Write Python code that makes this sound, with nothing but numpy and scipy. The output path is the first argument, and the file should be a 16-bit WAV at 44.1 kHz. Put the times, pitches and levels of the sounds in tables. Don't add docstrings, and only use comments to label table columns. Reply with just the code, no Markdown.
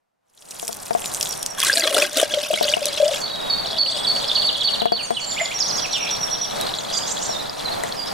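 import sys
import numpy as np
from scipy import signal
from scipy.fft import rfft, irfft, next_fast_len
from scipy.io import wavfile
from scipy.ndimage import uniform_filter1d, map_coordinates

SR = 44100
rng = np.random.default_rng(int(sys.argv[2]) if len(sys.argv) > 2 else 0)


def store_pcm(level_fs):
    pcm = np.round(np.clip(level_fs, -1, 1) * 32767).astype(np.int16)
    wavfile.write(sys.argv[1], SR, np.atleast_2d(pcm).T)


N = 358533

# (time [s], level [dB])
NOISE_LEVEL = [(.2, -83), (.55, -48), (1.1, -36.5), (2.2, -43.5), (3.6, -35.5), (4.8, -35), (4.9, -41.5),
               (5.25, -38.5), (6.2, -34), (8.1, -34)]
# (frequency [Hz], level [dB])
NOISE_COLOUR = [(25, -3), (58, -11), (100, -2), (200, -0.5), (330, -6.5), (720, 2.5), (1500, -4),
                (3000, -11.5), (12500, -21), (16000, -31)]
# (frequency [Hz], likeness [-1 to 1])
NOISE_LIKENESS = [(60, 0.98), (300, -0.74), (700, -0.63), (2500, 0.64)]

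# (time into phrase [s], length [s], first pitch [Hz], last pitch [Hz],
# added level [dB])
ZIP_NOTES = [(0, 0.052, 5530, 7660, -2), (.043, .026, 5410, 7590, 2.5)]
# (time [s], level [dB])
ZIP_TIMES = [(3.158, -38), (5.186, -34), (6.922, -24.5), (7.061, -24.5), (7.206, -27.5)]
# (time [s], level [dB])
LISP_TIMES = [(1.28, -31), (1.375, -35), (1.481, -35)]
# (time into phrase [s], length [s], held pitch [Hz], added level [dB])
SEESAW_NOTES = [(0, 0.06, 4440, 0.5), (0.084, 0.051, 4480, -5.5), (.185, .13, 3364, -15.5)]
# (time [s], length [s], held pitch [Hz], level [dB])
HOOKS = [(6.597, 0.047, 3810, -30), (6.925, 0.073, 4720, -27.5), (7.322, 0.054, 3650, -29.5),
         (7.643, 0.05, 3950, -27), (7.962, 0.088, 4780, -30)]
# (time into note [s], pitch [Hz])
TWIRL_SHAPE = [(0, 3750), (.006, 6100), (.019, 6700), (.024, 4930), (.031, 5780), (.035, 4700), (.04, 5110),
               (.048, 4040)]
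UPTURN_SHAPE = [(0, 2040), (.016, 2340), (.034, 3550)]
ARCH_SHAPE = [(0, 3450), (.009, 4320), (.018, 3200), (.042, 2700), (.062, 2150)]
HIGH_ARCH_SHAPE = [(0, 6240), (.013, 7400), (.05, 5400)]
# (time [s], level [dB])
TWIRL_TIMES = [(5.582, -18), (5.668, -19), (5.754, -19.5)]
UPTURN_TIMES = [(5.361, -25.5), (5.501, -25.5)]
ARCH_TIMES = [(4.963, -25), (5.145, -24)]
HIGH_ARCH_TIMES = [(5.027, -33.5), (6.77, -31)]
# (time [s], length [s], first pitch [Hz], level [dB])
CHIRPS = [(4.032, 0.033, 5420, -22.5), (4.277, 0.037, 5500, -19), (4.863, 0.033, 4650, -28.5),
          (5.308, 0.019, 5910, -25), (5.45, 0.014, 6300, -24), (5.832, 0.036, 3730, -27),
          (5.922, 0.065, 4490, -21)]
# (time [s], length [s], first pitch [Hz], level [dB])
WHISTLES = [(1.025, .075, 7450, -34), (3.212, 0.5, 3930, -33), (4.97, 0.27, 9000, -41.5),
            (5.253, 0.12, 7450, -29.5), (5.396, 0.083, 7300, -28.5), (7.274, 0.059, 5790, -27.5)]
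# (time [s], length [s], pitch [Hz], swing [Hz], swing rate [per s],
# level [dB])
BUZZES = [(3.83, .33, 8300, 280, 115, -41), (5.97, 0.16, 2540, 260, 68, -31.5)]

SEESAW_SONG = dict(start_s=3.21, period_s=.285, count=8, climax_s=4.17, climax_db=-17.5, fall_db=10)
SWOOP_SONG = dict(start_s=4.347, period_s=.0639, count=8, climax_s=4.36, climax_db=-19.5, fall_db=23)
LISP_SONG = dict(start_s=5.535, period_s=.089, slowing_s=.00088, count=10, climax_s=6.34,
                 climax_db=-22.5, fall_db=5.5)
SLUR = dict(gap_s=.012, length_s=.04, lift=1.13, fall=0.201)
CROAK = dict(start_s=5.394, length_s=0.027, hz=2163, db=-17.5, rough=0.055)
SWOOP_S, SWOOP_HZ = 0.034, 4770
LISP_S, LISP_FROM_HZ, LISP_TO_HZ = 0.06, 5920, 5480
FALL_SHARE, SAG_SHARE = 0.565, .94
SETTLE = 1.4
HOOK_SHARE = 0.2664
NOTE_ATTACK, NOTE_RELEASE = 0.26, 0.39
BIRD_LEFT_DB, BIRD_ECHO_DB, BIRD_T60_S = -6.5, -2.5, .55

# (time [s], level [dB])
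KNOCKS = [(0.628, -37.5), (0.691, -37.5), (0.908, -28.5), (0.95, -29.5), (2.534, -30.5), (2.611, -29.5),
          (2.769, -31.5), (4.819, -26.5), (4.856, -28), (4.92, -28), (5.106, -26.5), (7.293, -33.5),
          (7.836, -36)]
# (frequency [Hz], level [dB], time to fade by 60 dB [s])
BODY_TONES = [(696, 12.5, 0.063), (470, -1, 0.13), (885, 0.5, 0.037), (227.3, -8, 0.29)]
KNOCK_RING_DB, KNOCK_THUD_DB, KNOCK_TICK_DB = 9.5, 20, 8

# (frequency [Hz], level [dB])
SPRAY_COLOUR = [(1200, -11), (4800, -3), (9500, 3.5), (13000, -2.5), (16000, -14)]
# (time [s], splash level [dB])
ON_SOIL = [(0.28, -57.5), (0.476, -46.5), (0.526, -37), (0.97, -37), (1.19, -30.5), (1.23, -25.5),
           (1.38, -37), (1.424, -40), (1.56, -43.5)]
# (time [s], splash level [dB])
IN_POT = [(1.59, -24.5), (1.71, -22), (1.926, -27.5), (1.975, -17.5), (2.03, -23), (2.11, -38),
          (2.155, -30.5), (2.175, -21.5), (2.23, -21), (2.27, -33.5), (2.34, -23.5), (2.376, -31),
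          (2.72, -25), (2.782, -34.5), (2.87, -28), (3.25, -28)]
# (time [s], share of the splash that is bubbles [0-1])
POOL_DEPTH = [(1.5, 0), (1.65, 0.4), (2.2, 0.68), (2.5, 0.84)]
# (time [s], bubble level [dB], fizz level [dB])
WALL_FLOW = [(3.25, -36.5, -47), (3.55, -43, -47), (3.72, -31, -44), (4.25, -32, -35.5),
             (4.7, -37.5, -38.5), (4.95, -52, -55), (5.2, -42, -45), (5.4, -38.5, -38), (6.7, -34.5, -41),
             (8.1, -41, -42.5)]
# (time [s], level [dB])
SLAPS = [(0.597, -27), (0.679, -20), (0.728, -23.5), (1.058, -21), (1.1465, -18), (1.21, -17),
         (1.228, -14.5), (1.4286, -16), (1.462, -16), (1.602, -13), (1.648, -13.5), (2.1712, -14),
         (2.2143, -16), (2.856, -12.5), (6.6115, -19), (7.836, -24.5)]
# (time [s], level [dB], starting pitch [Hz])
POPS = [(1.6282, -6.5, 2980), (1.697, -4.5, 1560), (1.7295, -4, 4440), (1.737, -3, 4640),
        (1.7725, -2, 3920), (1.8077, -7, 4300), (1.822, -14.5, 1890), (1.839, -6, 3660),
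        (1.874, -7.5, 3070), (1.9665, -11, 1274), (2.0226, -5, 2350), (2.3386, -7, 2990), (2.54, -8, 2930),
        (2.6426, -6, 4260), (2.6818, -11, 2870), (2.6993, -9, 4400), (2.7375, -2, 2690), (3.0799, -9, 4660),
        (4.315, -6, 3310), (4.4906, -7, 3450), (6.739, -11, 3600), (6.7863, -13.5, 3750),
        (7.496, -12, 4570), (7.836, -18.5, 1790), (7.924, -14.5, 4100)]
# (time [s], level [dB], starting pitch [Hz])
GULPS = [(1.853, -19, 553), (1.871, -18, 633), (1.91, -17.5, 575), (1.947, -17, 670), (1.962, -14, 595),
         (1.978, -15.5, 570), (2.026, -15.5, 575), (2.175, -18.5, 530), (2.213, -17, 636),
         (2.338, -13.5, 582), (2.371, -13.5, 563), (2.503, -11.5, 596), (2.649, -13.5, 572.7),
         (2.816, -16, 565.4), (2.999, -9, 583), (3.023, -6, 568), (3.054, -9.5, 589), (3.081, -14, 636),
         (3.112, -15.5, 566.5), (5.41, -16.5, 646)]
# (time [s], level [dB], starting pitch [Hz])
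THUDS = [(1.963, -16.5, 390), (2.228, -3.5, 560)]
# (time [s], share [0-1])
POOL_HIT = [(1.65, 0.06), (1.95, 0.78), (5.5, 0.28)]
# (frequency [Hz], width [Hz], level [dB])
HOLLOW_TONES = [(1620, 37, 1.5), (3374, 160, -4)]
HUM_HZ, HUM_WANDER = 600, .055
GULP_CYCLES, GULP_RISE, GULP_ROUGH_DB = 6.6, 0.047, 2.5
HUM_DB, GURGLE_DB = -3.5, -0.5

TOP_HZ = 15900


def amp(db):
    return 10 ** (np.asarray(db) / 20)


def unit(x):
    return x / np.sqrt(np.mean(x ** 2) + 1e-20)


def clock(length):
    return np.arange(int(length * SR)) / SR


def along(points, hz):
    f, v = np.transpose(points)
    return np.interp(np.log(hz + 1), np.log(f + 1), v)


def curves(rows, t=np.arange(N) / SR):
    s, *cols = np.transpose(rows)
    return [np.interp(t, s, c) for c in cols]


def wobble(rate, size=N):
    knots = rng.standard_normal(int(size * rate / SR) + 4)
    return map_coordinates(knots, [np.arange(size) * rate / SR])


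def filtered(x, response):
    m = next_fast_len(N + SR // 2)
    spectrum = rfft(x, m) * response(np.fft.rfftfreq(m, 1 / SR))
    return irfft(spectrum, m)[..., :N]


def butter(x, order, hz, kind):
    return signal.lfilter(*signal.butter(order, hz, kind, fs=SR), x)


def add(track, s, sound):
    part = track[..., max(0, round(s * SR)):][..., :sound.shape[-1]]
    part += sound[..., :part.shape[-1]]


def panned(x, left_db):
    return x * amp(np.array([[left_db], [-left_db]]) / 2)


def echo(x, t60):
    t = clock(t60)
    tail = rng.standard_normal((2, len(t))) * 1000 ** (-t / t60)
    return signal.fftconvolve(x[None], tail / np.linalg.norm(tail[0]), axes=1)[:, :N]


def background():
    def width(hz):
        return np.tan(np.arccos(np.clip(along(NOISE_LIKENESS, hz), -.9, 1)) / 2)

    mid, side = filtered(rng.standard_normal((2, N)), lambda hz: amp(along(NOISE_COLOUR, hz)))
    side = filtered(side, width)
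    level_db, = curves(NOISE_LEVEL)
    return amp(level_db + 1.87 * wobble(9)) * np.array([mid + side, mid - side]) / np.std(mid)


def whistle(hz, gain, rough=0.0055):
    hz = hz * (1 + rough * wobble(901, len(hz)))
    return gain * amp(2.96 * wobble(114.3, len(hz))) * np.sin(2 * np.pi * np.cumsum(hz) / SR)


def note(length, first_hz, last_hz, db, rough=0.0048):
    t = clock(length)
    u = t / length
    hz = last_hz + (first_hz - last_hz) * (1 - u) ** SETTLE
    envelope = np.clip(np.minimum(u / NOTE_ATTACK, (1 - u) / NOTE_RELEASE), 0, 1)
    return whistle(hz, amp(db) * envelope, rough)


def repeats(start_s, period_s, count, climax_s, climax_db, fall_db, slowing_s=0):
    k = np.arange(count)
    times = start_s + period_s * k + slowing_s * k ** 2
    return zip(times, climax_db - fall_db * (times - climax_s) ** 2)


def sing(phrase, times):
    out = np.zeros(N)
    for s, phrase_db in times:
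        for late, length, first_hz, last_hz, db in phrase:
            add(out, s + late, note(length, first_hz, last_hz, phrase_db + db))
    return out


def calls(rows, share, rough):
    out = np.zeros(N)
    for s, length, hz, db in rows:
        add(out, s, note(length, hz, share * hz, db, rough))
    return out


def hooked(rows, drop_s):
    out = np.zeros(N)
    for s, length, held_hz, db in rows:
        t = clock(length)
        hz = held_hz * (1 + HOOK_SHARE * np.exp(-t / drop_s))
        envelope = signal.windows.tukey(len(t), .25)
        add(out, s, whistle(hz, amp(db) * envelope, rough=0.0096))
    return out


def slurs(gap_s, length_s, lift, fall):
    out, u = np.zeros(N), clock(length_s) / length_s
    for s, length, hook_hz, db in HOOKS:
        hz = lift * hook_hz * (1 - fall * u ** 2)
        add(out, s + length + gap_s, whistle(hz, amp(db) * signal.windows.hann(len(u))))
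    return out


def curled(shape, times, crest):
    out, t = np.zeros(N), clock(shape[-1][0])
    hz = uniform_filter1d(curves(shape, t)[0], size=SR // 300)
    swell = np.sqrt(np.interp(t / t[-1], [0, min(crest, 1), 1], [0, 1, 0]))
    for s, db in times:
        add(out, s, whistle(hz, amp(db) * swell, rough=0.024))
    return out


def buzzes():
    out = np.zeros(N)
    for s, length, centre_hz, swing_hz, rate, db in BUZZES:
        t = clock(length)
        hz = centre_hz + swing_hz * np.sin(2 * np.pi * rate * t)
        add(out, s, whistle(hz, amp(db) * signal.windows.tukey(len(t))))
    return out


def croak(start_s, length_s, hz, db, rough):
    return calls([(start_s, length_s, hz, db)], SAG_SHARE, rough)


def seesaw():
    rows = []
    for s, phrase_db in repeats(**SEESAW_SONG):
        for late, length, hz, db in SEESAW_NOTES:
            rows.append((s + late, length, hz, phrase_db + db))
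    return hooked(rows, drop_s=0.0029)


def birds():
    out = sing(ZIP_NOTES, ZIP_TIMES)
    out *= 1 + 0.82 * np.sin(2 * np.pi * np.cumsum(1100 + 200 * wobble(60)) / SR)
    out += seesaw() + hooked(HOOKS, drop_s=0.00876) + slurs(**SLUR)
    out += sing([(0, SWOOP_S, SWOOP_HZ, FALL_SHARE * SWOOP_HZ, 0)], repeats(**SWOOP_SONG))
    out += sing([(0, LISP_S, LISP_FROM_HZ, LISP_TO_HZ, 0)], [*LISP_TIMES, *repeats(**LISP_SONG)])
    out += curled(TWIRL_SHAPE, TWIRL_TIMES, crest=0.95)
    out += curled(UPTURN_SHAPE, UPTURN_TIMES, crest=0.97)
    out += curled(ARCH_SHAPE, ARCH_TIMES, crest=0.089)
    out += curled(HIGH_ARCH_SHAPE, HIGH_ARCH_TIMES, crest=0.23)
    out += calls(CHIRPS, FALL_SHARE, rough=0.044) + calls(WHISTLES, SAG_SHARE, rough=0.0092)
    out += buzzes() + croak(**CROAK)
    return panned(out, BIRD_LEFT_DB) + amp(BIRD_ECHO_DB) * echo(out, t60=BIRD_T60_S)


def knocks():
    body, thuds, ticks, t = np.zeros(N), np.zeros(N), np.zeros(N), clock(0.053)
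    for s, db in KNOCKS:
        ring = np.zeros(len(t))
        for hz, level, t60 in BODY_TONES:
            tone_db = level + rng.normal(0, 1.8) - 60 * t / t60
            ring += amp(tone_db) * np.sin(2 * np.pi * hz * t)
        thud = rng.standard_normal(len(t)) * amp(-60 * t / 0.063)
        tick = rng.standard_normal(len(t)) * amp(-60 * t / 0.03)
        add(body, s, amp(db + KNOCK_RING_DB) * ring)
        add(thuds, s, amp(db + KNOCK_THUD_DB) * thud)
        add(ticks, s, amp(db + KNOCK_TICK_DB) * tick)
    body += butter(thuds, 2, [180, 1100], "band")
    body = butter(body, 2, 160, "high")
    ticks = filtered(ticks, lambda hz: 2j * hz / 1000 / (1 + 1j * hz / 1000) ** 2)
    return np.array([body, -.45 * body]) + ticks


def bubble(t, hz, cycles, rise=0.1):
    age = t * hz / cycles
    tone = np.sin(2 * np.pi * hz * t * (1 + rise * age / (1 + age)))
    return tone * np.exp(-age) * np.tanh(2 * age) ** 2 * 2


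def bubbles(rate, hz, spread, cycles, size_db):
    count = int(rate * N / SR)
    start = rng.integers(N, size=count)
    pitch, life, size = np.clip(rng.standard_normal((count, 3)), -2, 2).T[:, :, None]
    t = clock(min(8 * cycles / hz, .02))
    grains = bubble(t, hz * np.exp(spread * pitch), cycles * np.exp(life / 3))
    grains = amp(size_db * size) * grains
    places = start[:, None] + np.arange(len(t))
    return unit(np.bincount(places.ravel(), grains.ravel(), N)[:N])


def spray(rate, mist):
    ticks = bubbles(rate, hz=6750, spread=0.504, cycles=1.36, size_db=5)
    return unit(filtered(ticks + mist * rng.standard_normal(N), lambda hz: amp(along(SPRAY_COLOUR, hz))))


def pool_share():
    return np.clip(curves(POOL_DEPTH)[0], 0, 1)


def pouring():
    splash_db = curves([*ON_SOIL, *IN_POT])[0]
    wet = pool_share()
    churn = bubbles(rate=1300, hz=4500, spread=0.278, cycles=4.6, size_db=6)
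    churn += amp(-3.5) * bubbles(rate=300, hz=3150, spread=0.217, cycles=6.4, size_db=7.0)
    churn += amp(4.5) * (1 - wet) * bubbles(rate=800, hz=1850, spread=0.3, cycles=5.2, size_db=4.0)
    splash = np.sqrt(wet) * unit(churn) + np.sqrt(1 - wet) * spray(rate=850, mist=0.45)
    slugs = unit(splash * amp(4.0 * wobble(170)))
    free = np.interp(np.arange(N) / SR, [.25, .45, 3.2, 3.25], [0, 1, 1, 0])
    return amp(splash_db - 0.5) * slugs * free


def filling():
    bubble_db, fizz_db = curves(WALL_FLOW)
    clumps = wobble(45)
    small = bubbles(rate=650, hz=3750, spread=0.15, cycles=5.1, size_db=5)
    small = amp(bubble_db + 2.4 * clumps) * small
    fizz = amp(fizz_db + 3.2 * clumps) * spray(rate=830, mist=0.6)
    fizz = filtered(fizz, lambda hz: 1 / (1 + (hz / 9500) ** 4))
    fade_in = np.clip((np.arange(N) / SR - WALL_FLOW[0][0]) * 20 + 1, 0, 1)
    return (small + fizz) * fade_in


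def drops():
    out, t = np.zeros(N), clock(.04)
    for s, db in SLAPS:
        crack = rng.standard_normal(len(t)) * amp(-60 * t / 0.008) * np.tanh(t / 0.00038)
        crack = butter(crack, 2, [3800, 10500], "band")
        add(out, s, amp(db + 9.5) * crack / np.abs(crack).max())
    for s, db, hz in POPS:
        add(out, s, amp(db) * bubble(t, hz, cycles=4.3))
    return out


def pot(splash):
    out, t = np.zeros(N), clock(.1)
    shallow = 1 - pool_share()
    for s, db, hz in GULPS:
        ring = bubble(t, hz, cycles=GULP_CYCLES, rise=GULP_RISE)
        ring *= amp(GULP_ROUGH_DB * wobble(183, len(t)))
        thump = shallow[round(s * SR)] * bubble(t, hz, cycles=1.8)
        add(out, s, amp(db - 1.5) * (ring + 2.3 * thump))
    for s, db, hz in THUDS:
        add(out, s, amp(db) * bubble(t, hz, cycles=2.05))
    phase = 2 * np.pi * np.cumsum(HUM_HZ * np.exp(HUM_WANDER * wobble(24))) / SR
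    hum = amp(HUM_DB) * unit(wobble(55) * np.sin(phase) + wobble(55) * np.cos(phase))
    gurgle = bubbles(rate=600, hz=418.6, spread=0.331, cycles=2.9, size_db=7.0)
    gurgle = amp(GURGLE_DB) * shallow * gurgle
    force = np.sqrt(np.abs(uniform_filter1d(splash ** 2, SR // 100)))
    out += curves(POOL_HIT)[0] * force * (hum + gurgle)
    return butter(out, 4, 230, "high")


def hollow(f):
    total = 0
    for hz, width, db in HOLLOW_TONES:
        total = total + amp(db) * 1j * f * width / (hz * hz - f * f + 1j * f * width)
    return total


def water():
    splash = butter(pouring() + filling() + drops(), 2, 250, "high")
    ringing = filtered(splash, hollow)
    reflections = amp(-7.5) * echo(splash, t60=0.07)
    return splash + ringing + reflections + panned(pot(splash), 4.5)


def scene():
    return background() + birds() + knocks() + water()


def record(dry):
    return filtered(dry, lambda hz: 1 / (1 + (hz / TOP_HZ) ** 80))


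dry = scene()
out = record(dry)
store_pcm(out)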